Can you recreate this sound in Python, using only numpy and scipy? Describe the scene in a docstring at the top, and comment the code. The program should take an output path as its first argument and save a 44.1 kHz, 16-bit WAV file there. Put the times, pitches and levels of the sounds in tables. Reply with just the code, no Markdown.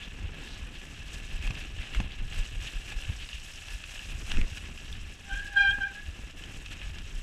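"""A mountain bike coasts down wet grass, mud and grit, heard from a small housed camera on the rider's chest.
Throughout, wind noise buffets the housing, tread noise drums through the frame, and grains of crushed grit
and flung spray crackle. From the start bumps heave the camera and tyres scuff; from 1.4 s struck parts clack
as damped resonances and landings thud. From 5.3 to 6.1 s a wet disc brake squeals as a sum of rotor partials;
then the tyres roll on over a few more knocks and thuds."""
import sys
import numpy as np
from scipy import signal
from scipy.fft import rfft, irfft
from scipy.io import wavfile
from scipy.ndimage import uniform_filter1d

SR = 44100
rng = np.random.default_rng(int(sys.argv[2]) if len(sys.argv) > 2 else 0)


def wav_record(signal):
    """Record a signal, one row per channel, as 16-bit PCM in the file named by sys.argv[1]."""
    frames = np.transpose(np.atleast_2d(signal))
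    bounded = np.clip(frames, -1, 1)
    # unit amplitude maps onto the largest positive 16-bit level
    quanta = np.round(bounded * 32767).astype(np.int16)
    wavfile.write(sys.argv[1], SR, quanta)


N = 318402
T = np.arange(N) / SR  # time of each sample [s]


def undb(db):
    """Decibels to amplitude ratio: 20 dB is a factor of ten."""
    return 10 ** (np.asarray(db) / 20)


def unit(x):
    """Normalisation to unit rms, so that a later gain sets the level."""
    return x / np.sqrt(np.mean(x ** 2))


def curves(table):
    """Linear interpolation of each column of a timed table, one value per sample."""
    times, *columns = np.transpose(table)
    return [np.interp(T, times, column) for column in columns]


def walk(rate):
    """Slow random modulation: levels held for 1 / rate s, smoothed by two moving averages, rms 1."""
    hold = max(int(SR / rate), 2)
    held = np.repeat(rng.standard_normal(N // hold + 2), hold)
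    slewed = uniform_filter1d(uniform_filter1d(held, hold), hold)
    return unit(slewed[:N])


def swell(s, length):
    """Gaussian envelope of peak 1 at time s, down to 1/e at length seconds on either side."""
    return np.exp(-np.minimum(((T - s) / length) ** 2, 50))


def causal(x, db_at, size=16384):
    """Minimum-phase filtering by the folded cepstrum, gain db_at(Hz): it rings after a blow, never before."""
    hz = np.arange(size // 2 + 1) * SR / size + 1  # 1 Hz offset keeps log(hz) finite
    cepstrum = irfft(np.log(undb(db_at(hz))))
    cepstrum[1:size // 2] *= 2
    cepstrum[size // 2 + 1:] = 0
    response = irfft(np.exp(rfft(cepstrum)))
    return signal.fftconvolve(x, response)[:len(x)]


def colour(x, spectrum):
    """Spectral shaping: filter gain interpolated in dB over log frequency."""
    hz, db = np.transpose(spectrum)
    return causal(x, lambda f: np.interp(np.log(f), np.log(hz), db))


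# resonances of the camera housing: (centre [Hz], width [Hz], lift [dB])
HOUSING_MODES = [(782, 63, 5.5), (1702, 150, 10), (2662, 460, 8.5), (3220, 73, 2), (5095, 700, 6.5),
                 (5830, 650, 7), (6630, 190, 8), (7850, 1730, 6.5), (10100, 490, 3.5)]


def housed(x):
    """Resonant transmission: sound from outside rings the modes of the plastic housing."""
    def lift_db(f):
        return sum(db / (1 + (2 * (f - hz) / width) ** 2) for hz, width, db in HOUSING_MODES)

    return causal(x, lift_db)


def band(x, hz, q):
    """Second-order resonance with gain 1 at its centre; q is centre over bandwidth, at least 0.6."""
    b, a = signal.iirpeak(min(hz, SR / 4), max(q, .6), fs=SR)
    return signal.lfilter(b, a, x)


def add(out, s, x):
    """Superposition: mix x into out from time s."""
    i = max(int(s * SR), 0)
    out[i:i + len(x)] += x[:max(N - i, 0)]


def grains(rate, spread_db, burst_s, size=1024):
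    """Shot noise: random, unequal impacts, rate per second, each a noise burst decaying over burst_s."""
    chance = rng.random(N)
    strength = np.minimum(rng.exponential(size=N), 4)
    impacts = (chance < rate / SR) * undb(spread_db * strength) ** 2
    decay = np.exp(-2 * np.arange(size) / SR / burst_s)
    energy = signal.fftconvolve(impacts, decay)[:N]
    return unit(np.sqrt(np.abs(energy)) * rng.standard_normal(N))


# shaking, strong on tussocks and weak on smooth mud: (time [s], wind buffet [dB], tread rumble [dB])
RUMBLE_LEVELS = [(0, -42.5, -51), (.4, -42.5, -47.5), (1.1, -39, -53), (1.7, -38.5, -50.5), (2.1, -40, -51),
                 (2.8, -37.5, -52), (3.15, -41, -57.5), (3.55, -44.5, -57.5), (3.95, -44.5, -56.5),
                 (4.25, -38.5, -47.5), (4.7, -40.5, -50.5), (5.3, -41.5, -54), (6.0, -46.5, -54),
                 (6.5, -40, -49.5), (7.22, -44.5, -54)]
# filter applied to the wind noise: (frequency [Hz], gain [dB])
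WIND_SPECTRUM = [(8, -22), (18, -2), (30, -1), (48, -6), (75, -10), (120, -18), (220, -34), (600, -60),
                 (4000, -100)]
# filter applied to the tread grains: (frequency [Hz], gain [dB])
TREAD_SPECTRUM = [(40, 2.5), (90, -13), (140, 0), (210, -2.5), (280, -5), (400, -9), (600, -17.5),
                  (1000, -18.5), (2500, -16), (8000, -104)]
SWAY_DB, SWAY_S = -13, 0.061  # air stirred by a heave: level relative to the bump, swell length
JUDDER_DB, JUDDER_S = -27, 0.058  # extra tread rumble: level relative to the thud, swell length


def shaking():
    """Turbulence and structure-borne sound: heaves add wind energy, landings add drumming of the tread."""
    sway_energy = sum((undb(db + SWAY_DB) * swell(s, SWAY_S)) ** 2 for s, db, _ in HEAVES)
    judder = sum(undb(db + JUDDER_DB) * swell(s, JUDDER_S) for s, db, _, _ in LANDINGS)
    wind_db, tread_db = curves(RUMBLE_LEVELS)
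    eddies_db = 2 * walk(14)
    wind = unit(colour(rng.standard_normal(N), WIND_SPECTRUM) * undb(eddies_db))
    tread = unit(colour(grains(rate=200, spread_db=1.5, burst_s=0.01), TREAD_SPECTRUM))
    wind_gain = np.sqrt(undb(wind_db) ** 2 + sway_energy)
    return wind * wind_gain + tread * (undb(tread_db) + judder)


# the wheels drop into a hollow and are pushed back up: (time [s], peak level [dB], heave rate [Hz])
HEAVES = [(0.246, -28.5, 66), (0.634, -28.5, 58), (1.345, -25, 25), (1.409, -29, 62), (1.48, -21.5, 33),
          (1.799, -29, 60), (1.981, -20, 44), (2.222, -28.5, 22), (2.399, -23.5, 31), (2.581, -26, 44),
          (2.767, -28.5, 33), (2.969, -29, 39), (3.097, -23.5, 84), (3.349, -32.5, 53), (3.749, -32.5, 44),
          (4.154, -29.5, 58), (4.377, -14, 15.5), (4.428, -21, 22), (4.524, -29, 72), (4.931, -38.5, 63),
          (5.335, -29.5, 32), (5.692, -30, 55), (6.088, -30.5, 62), (6.244, -31, 48), (6.871, -29, 50),
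          (7.167, -27.5, 30)]
HEAVE_CYCLES = 0.46  # decay of the heave, in its own cycles


def bumps():
    """Damped oscillation on both sides of the bump: the camera sinks, is thrown up sharply and settles."""
    out = np.zeros(N)
    for s, db, hz in HEAVES:
        phase = (T - s) * 2 * np.pi * hz
        # the hypotenuse rounds the tip of the two-sided decay
        decay = np.minimum(np.hypot(phase, .5) / (2 * np.pi * HEAVE_CYCLES), 20)
        heave = np.sin(phase) * np.exp(-decay)
        out += undb(db) * heave / heave.max()
    return out


# hard landings jolt the camera mount:
# (time [s], mount level [dB], mount ring [Hz], joint clack relative to the mount [dB])
LANDINGS = [(1.504, -26, 139, -12), (2.001, -22.5, 186, -9.5), (2.922, -48, 200, 7.5),
            (3.098, -34.5, 165, -12), (4.385, -23, 237, -31), (5.784, -34, 241, -2),
            (6.191, -37, 240, -8.5), (6.492, -38, 167, -14)]
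LANDING_DB, LANDING_HZ, LANDING_S = -6.5, 108, 0.027  # harness: level relative to mount, pitch, decay
MOUNT_CYCLES, JOINT_HZ = 0.99, 820  # decay of the mount in its cycles; ring of its joint


def thuds(size=6000):
    """Impulse response of damped modes: mount and harness ring together while the joint clacks."""
    out, t = np.zeros(N), np.arange(size) / SR
    harness = undb(LANDING_DB) * np.sin(2 * np.pi * LANDING_HZ * t) * np.exp(-t / LANDING_S)
    for s, db, hz, clack_db in LANDINGS:
        mount = np.sin(2 * np.pi * hz * t) * np.exp(-t * hz / MOUNT_CYCLES)
        contact = rng.standard_normal(size) * np.exp(-t / 0.0033)
        joint = band(band(contact, JOINT_HZ, q=1.7), JOINT_HZ, q=.7)
        clack = undb(clack_db) * joint / np.abs(joint).max()
        add(out, s, undb(db) * (mount + harness + clack))
    return out


# chain, cables and stones strike the bike:
# (time [s], peak before the common trim [dB], ring [Hz], hollow body before its offset [dB])
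STRIKES = [(1.4237, -31, 2700, -19), (1.4731, -24, 2650, -19), (1.506, -24, 2600, -16),
           (1.5519, -30, 2660, -27), (1.5748, -30, 2550, -17), (1.9465, -22, 2190, -19),
           (2.0004, -22, 2600, -14), (2.8804, -31, 2400, -21), (3.2879, -29, 2790, -26),
           (3.3288, -30, 2720, -30), (3.6825, -29, 2640, -20), (3.8372, -26, 2600, -22),
           (3.9913, -26, 2740, -24), (4.3156, -19.5, 2780, -22), (4.3695, -22, 2600, -21),
           (4.4124, -22, 2190, -19), (4.5715, -28, 2520, -21), (4.7745, -31, 2730, -25),
           (4.9257, -28, 3320, -28), (6.4358, -32, 3010, -27), (6.6593, -29, 2650, -21),
           (6.9835, -31, 2860, -25)]
KNOCK_DB, CRACK_Q = -2.5, 1  # common trim of all blows; q of the second resonance of the struck part


def knocks(size=4096):
    """Impact excitation: a noise pulse with a weaker, longer tail rings the struck part and the hollow frame."""
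    out, t = np.zeros(N), np.arange(size) / SR
    pulse = t / .001 * np.exp(1 - t / .001)
    rebound = .12 * np.exp(-t / .012)
    for s, db, hz, body_db in STRIKES:
        contact = rng.standard_normal(size) * (pulse + rebound)
        crack = band(band(contact, hz, q=11.4), hz, q=CRACK_Q)
        body = housed(band(band(contact, 2430, q=0.84), 1320, q=1.7))
        blow = unit(crack) + undb(body_db + 15.5) * unit(body)
        add(out, s + .0008, undb(db + KNOCK_DB) * blow / np.abs(blow).max())
    return out


# brake rotor: (time [s], pitch [Hz], level [dB], lower mode [dB], octave above [dB])
ROTOR_SQUEAL = [(5.255, 1606, -59, -71, -79), (5.315, 1558, -39, -43, -47.5), (5.385, 1617, -35, -64, -54),
                (5.505, 1656, -48, -60, -81), (5.553, 1620, -37.5, -47, -69),
                (5.573, 1607, -17.5, -39.5, -33), (5.595, 1597, -22.5, -46.5, -35),
                (5.611, 1613, -17, -37.5, -34.5), (5.63, 1590, -26, -39, -33),
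                (5.655, 1586, -22.5, -37.5, -36), (5.695, 1590, -22, -56, -34.5),
                (5.713, 1614, -31, -43.5, -30.5), (5.74, 1620, -27, -57, -57), (5.798, 1635, -40, -54, -67),
                (5.813, 1570, -24.5, -44, -45), (5.84, 1581, -32.5, -57, -45.5),
                (5.868, 1610, -32, -44.5, -59), (5.905, 1560, -48.5, -58, -65),
                (5.98, 1670, -43.5, -64, -73), (6.09, 1690, -61, -83, -78)]
# combination tones: (approximate multiple of the lower mode [ratio], level at full squeal [dB],
# growth [dB per dB of drive], build-up lag [s])
COMBINATION_TONES = [(3, -30.5, 1.5, 0.022), (5, -43.5, 2.0, 0.0013), (6, -49.5, 2.5, 0.0035),
                     (7, -57, 1.5, 0)]
ROTOR_HZ = 797  # rest pitch of the lower rotor mode
LOCK_DB, LOCK_WIDTH_DB = -26.5, 3  # the whine turns clean above this level, over about this range
LOOSE_ROUGH = 1  # scale of the roughness, which nears 2/3 of it far below the lock level


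def brake():
    """Stick-slip friction as a sum of partials: a wavering whine locks into a clean squeal when loud."""
    hz, db, low_db, high_db = curves(ROTOR_SQUEAL)
    rough = np.clip(LOOSE_ROUGH / (1.5 + np.exp((db - LOCK_DB) / LOCK_WIDTH_DB)), 0, 1)
    gripping = (T > ROTOR_SQUEAL[0][0]) & (T < ROTOR_SQUEAL[-1][0])
    pulled = uniform_filter1d(1. * gripping, 600)
    main = 2 * np.pi * np.cumsum(hz * (1 + 0.0044 * walk(110))) / SR
    # a second rotor mode, about an octave down, is only partly dragged along in pitch
    low = 2 * np.pi * np.cumsum(ROTOR_HZ + 0.4 * (hz / 2 - ROTOR_HZ)) / SR

    def partial(phase, roughness, rate):
        """Partial coherence: a steady line, partly scattered as water breaks the contact."""
        scatter = (walk(rate) + 1j * walk(rate)) / np.sqrt(2)
        envelope = np.sqrt(1 - roughness ** 2) + roughness * scatter
        return np.sqrt(2) * np.real(envelope * np.exp(1j * phase))

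    out = undb(db) * partial(main, rough, rate=200)
    out += undb(low_db) * partial(low, rough / 2, rate=63)
    out += undb(high_db) * partial(2 * main, rough ** 0.5, rate=320)
    # the contact mixes the two modes, so the overtones need both to be strong
    drive_db = (db + low_db) / 2
    for multiple, over_db, growth, lag in COMBINATION_TONES:
        felt_db = np.interp(T - lag, T, drive_db)
        tone_db = over_db + growth * (felt_db - drive_db.max())
        mains, lows = divmod(multiple, 1.986)
        out += undb(tone_db) * partial(mains * main + lows * low, rough, rate=200)
    return out * pulled


# a tyre scuffs sideways through wet turf:
# (time [s], level [dB], brightest pitch [Hz], length between about half-amplitude points [s])
TURF_SCUFFS = [(0.04, -45, 3170, 0.031), (.52, -52, 3600, 0.15), (0.762, -47, 2940, 0.031),
               (1.44, -46.5, 2410, 0.072), (1.827, -46, 2370, 0.041), (2.128, -45.5, 2900, 0.036),
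               (2.676, -41, 2900, 0.029), (3.222, -42, 2820, 0.056), (3.348, -45, 2830, 0.059),
               (4.346, -48, 1690, 0.025), (4.405, -47.5, 2040, 0.053)]


def scuffs():
    """Sliding friction as resonant grain noise: short gritty swishes that swell and fade."""
    out = np.zeros(N)
    grit = grains(rate=2000, spread_db=1.0, burst_s=.0007)
    for s, db, hz, length in TURF_SCUFFS:
        envelope = np.exp(-(1.64 * (T - s) / length) ** 2)
        swish = unit(band(band(grit, hz, q=4.1), hz, q=0.95))
        out += undb(db) * envelope * swish
    return out


# ground from turf to wet grit and back, before the layer offsets:
# (time [s], crunch level [dB], wet spray level [dB])
GROUND_LEVELS = [(0, -50, -58.5), (0.25, -53.5, -63), (0.5, -49.5, -57.5), (0.7, -50, -56),
                 (1.5, -50.5, -57), (1.98, -47, -55.5), (2.1, -52, -65), (2.35, -51, -55.5),
                 (3.0, -48.5, -54.5), (3.3, -51, -54.5), (4.0, -49, -52.5), (4.7, -53, -56.5),
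                 (5.2, -53, -57.5), (5.62, -49.5, -56), (5.9, -53, -58.5), (6.7, -52, -56.5),
                 (7.22, -53.5, -58)]
# a tyre presses into a wet patch: (time [s], crunch lift [dB], spray lift [dB], length between 1/e points [s])
WET_PATCHES = [(1.144, 5, 11, 0.027), (1.449, 5.5, 6, .04), (1.602, 7, 4, 0.063), (1.943, 3.5, 2, 0.046),
               (2.373, 7, 5, 0.13), (2.66, 5, 5, 0.077), (2.924, 5, 1, 0.016), (3.717, 3.5, 3, 0.077),
               (4.113, 4, 3.5, 0.028), (3.955, 4, 4.5, 0.028), (4.321, 9, 6.5, 0.084),
               (4.574, 8.5, 9.5, 0.038), (5.345, 4.5, 5, 0.12), (6.722, 8, 4, 0.037), (6.823, 5, 1, 0.16)]
# the tyres go light over a crest and quieten: (time [s], dip [dB], swell length [s])
CREST_LULLS = [(0.685, 5, 0.052), (2.587, 5, .02), (2.963, 4.5, .02), (4.157, 2.5, 0.032),
               (6.342, 7.5, 0.024)]
# filter applied to the crunch ahead of the housing: (frequency [Hz], gain [dB])
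CRUNCH_SPECTRUM = [(200, -30), (550, -5), (950, -9.5), (1400, -5), (2200, -2.5), (3000, 2), (3900, -5),
                   (4700, -18), (8000, -35), (15000, -49)]
# filter applied to the spray ahead of the housing: (frequency [Hz], gain [dB])
SPRAY_SPECTRUM = [(2000, -31.5), (3600, 2.5), (4800, -5), (8000, -4.5), (9200, -10), (11500, -10),
                  (13500, -13), (15500, -20.5)]
PEBBLES_PER_S, PEBBLE_DB = 45, -10  # small stones that pop under the knobs; level relative to the grit


def tyres():
    """Granular fracture and droplet impact: knobs crush grit and tear mud in clumps; spray hits the frame."""
    crunch_db, spray_db = curves(GROUND_LEVELS)
    lulls_db = sum(db * swell(s, length) for s, db, length in CREST_LULLS)
    patches_db = 0.9 * walk(16) - lulls_db
    for s, crunch_lift_db, spray_lift_db, length in WET_PATCHES:
        press = swell(s, length / 2)
        crunch_db = crunch_db + crunch_lift_db * press
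        spray_db = spray_db + spray_lift_db * press
    clumps, splashes = walk(70), walk(65)

    grit = grains(rate=480, spread_db=0.0, burst_s=0.0034)
    mud = rng.standard_normal(N)
    pebbles = grains(rate=PEBBLES_PER_S, spread_db=1.0, burst_s=0.004)
    crushed = grit + undb(-4.5) * mud + undb(PEBBLE_DB) * pebbles
    crunch = unit(housed(colour(crushed, CRUNCH_SPECTRUM)))

    # each size of droplet ticks at its own pitch, over a fine steady mist
    drops = 0
    for hz in np.geomspace(4200, 13000, num=5):
        ticks = grains(rate=550, spread_db=4.5, burst_s=0.0056)
        drops = drops + unit(band(ticks, hz, q=3.4))
    mist = rng.standard_normal(N)
    flung = unit(drops) + undb(-6.0) * grit + undb(-7) * mist
    spray = unit(housed(colour(flung, SPRAY_SPECTRUM)))

    crunch_gain = undb(crunch_db + 2.0 + 0.89 * clumps)
    spray_gain = undb(spray_db + 0.21 + 0.23 * clumps + 1.3 * splashes)
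    return undb(patches_db) * (crunch * crunch_gain + spray * spray_gain)


def scene():
    """Linear superposition of everything that reaches the camera."""
    return (tyres() + scuffs() + shaking() + bumps() + knocks() + thuds() + brake())[None]


TOP_HZ = 15500  # upper band edge


def record(dry):
    """Band limiting: the camera drops the deepest rumble and cuts the top steeply."""
    rumble_cut = signal.butter(1, 12, "high", fs=SR, output="sos")
    top_cut = signal.ellip(10, .2, 80, TOP_HZ, fs=SR, output="sos")
    thinned = signal.sosfilt(rumble_cut, dry)
    return signal.sosfilt(top_cut, thinned)


dry = scene()
out = record(dry)
wav_record(out)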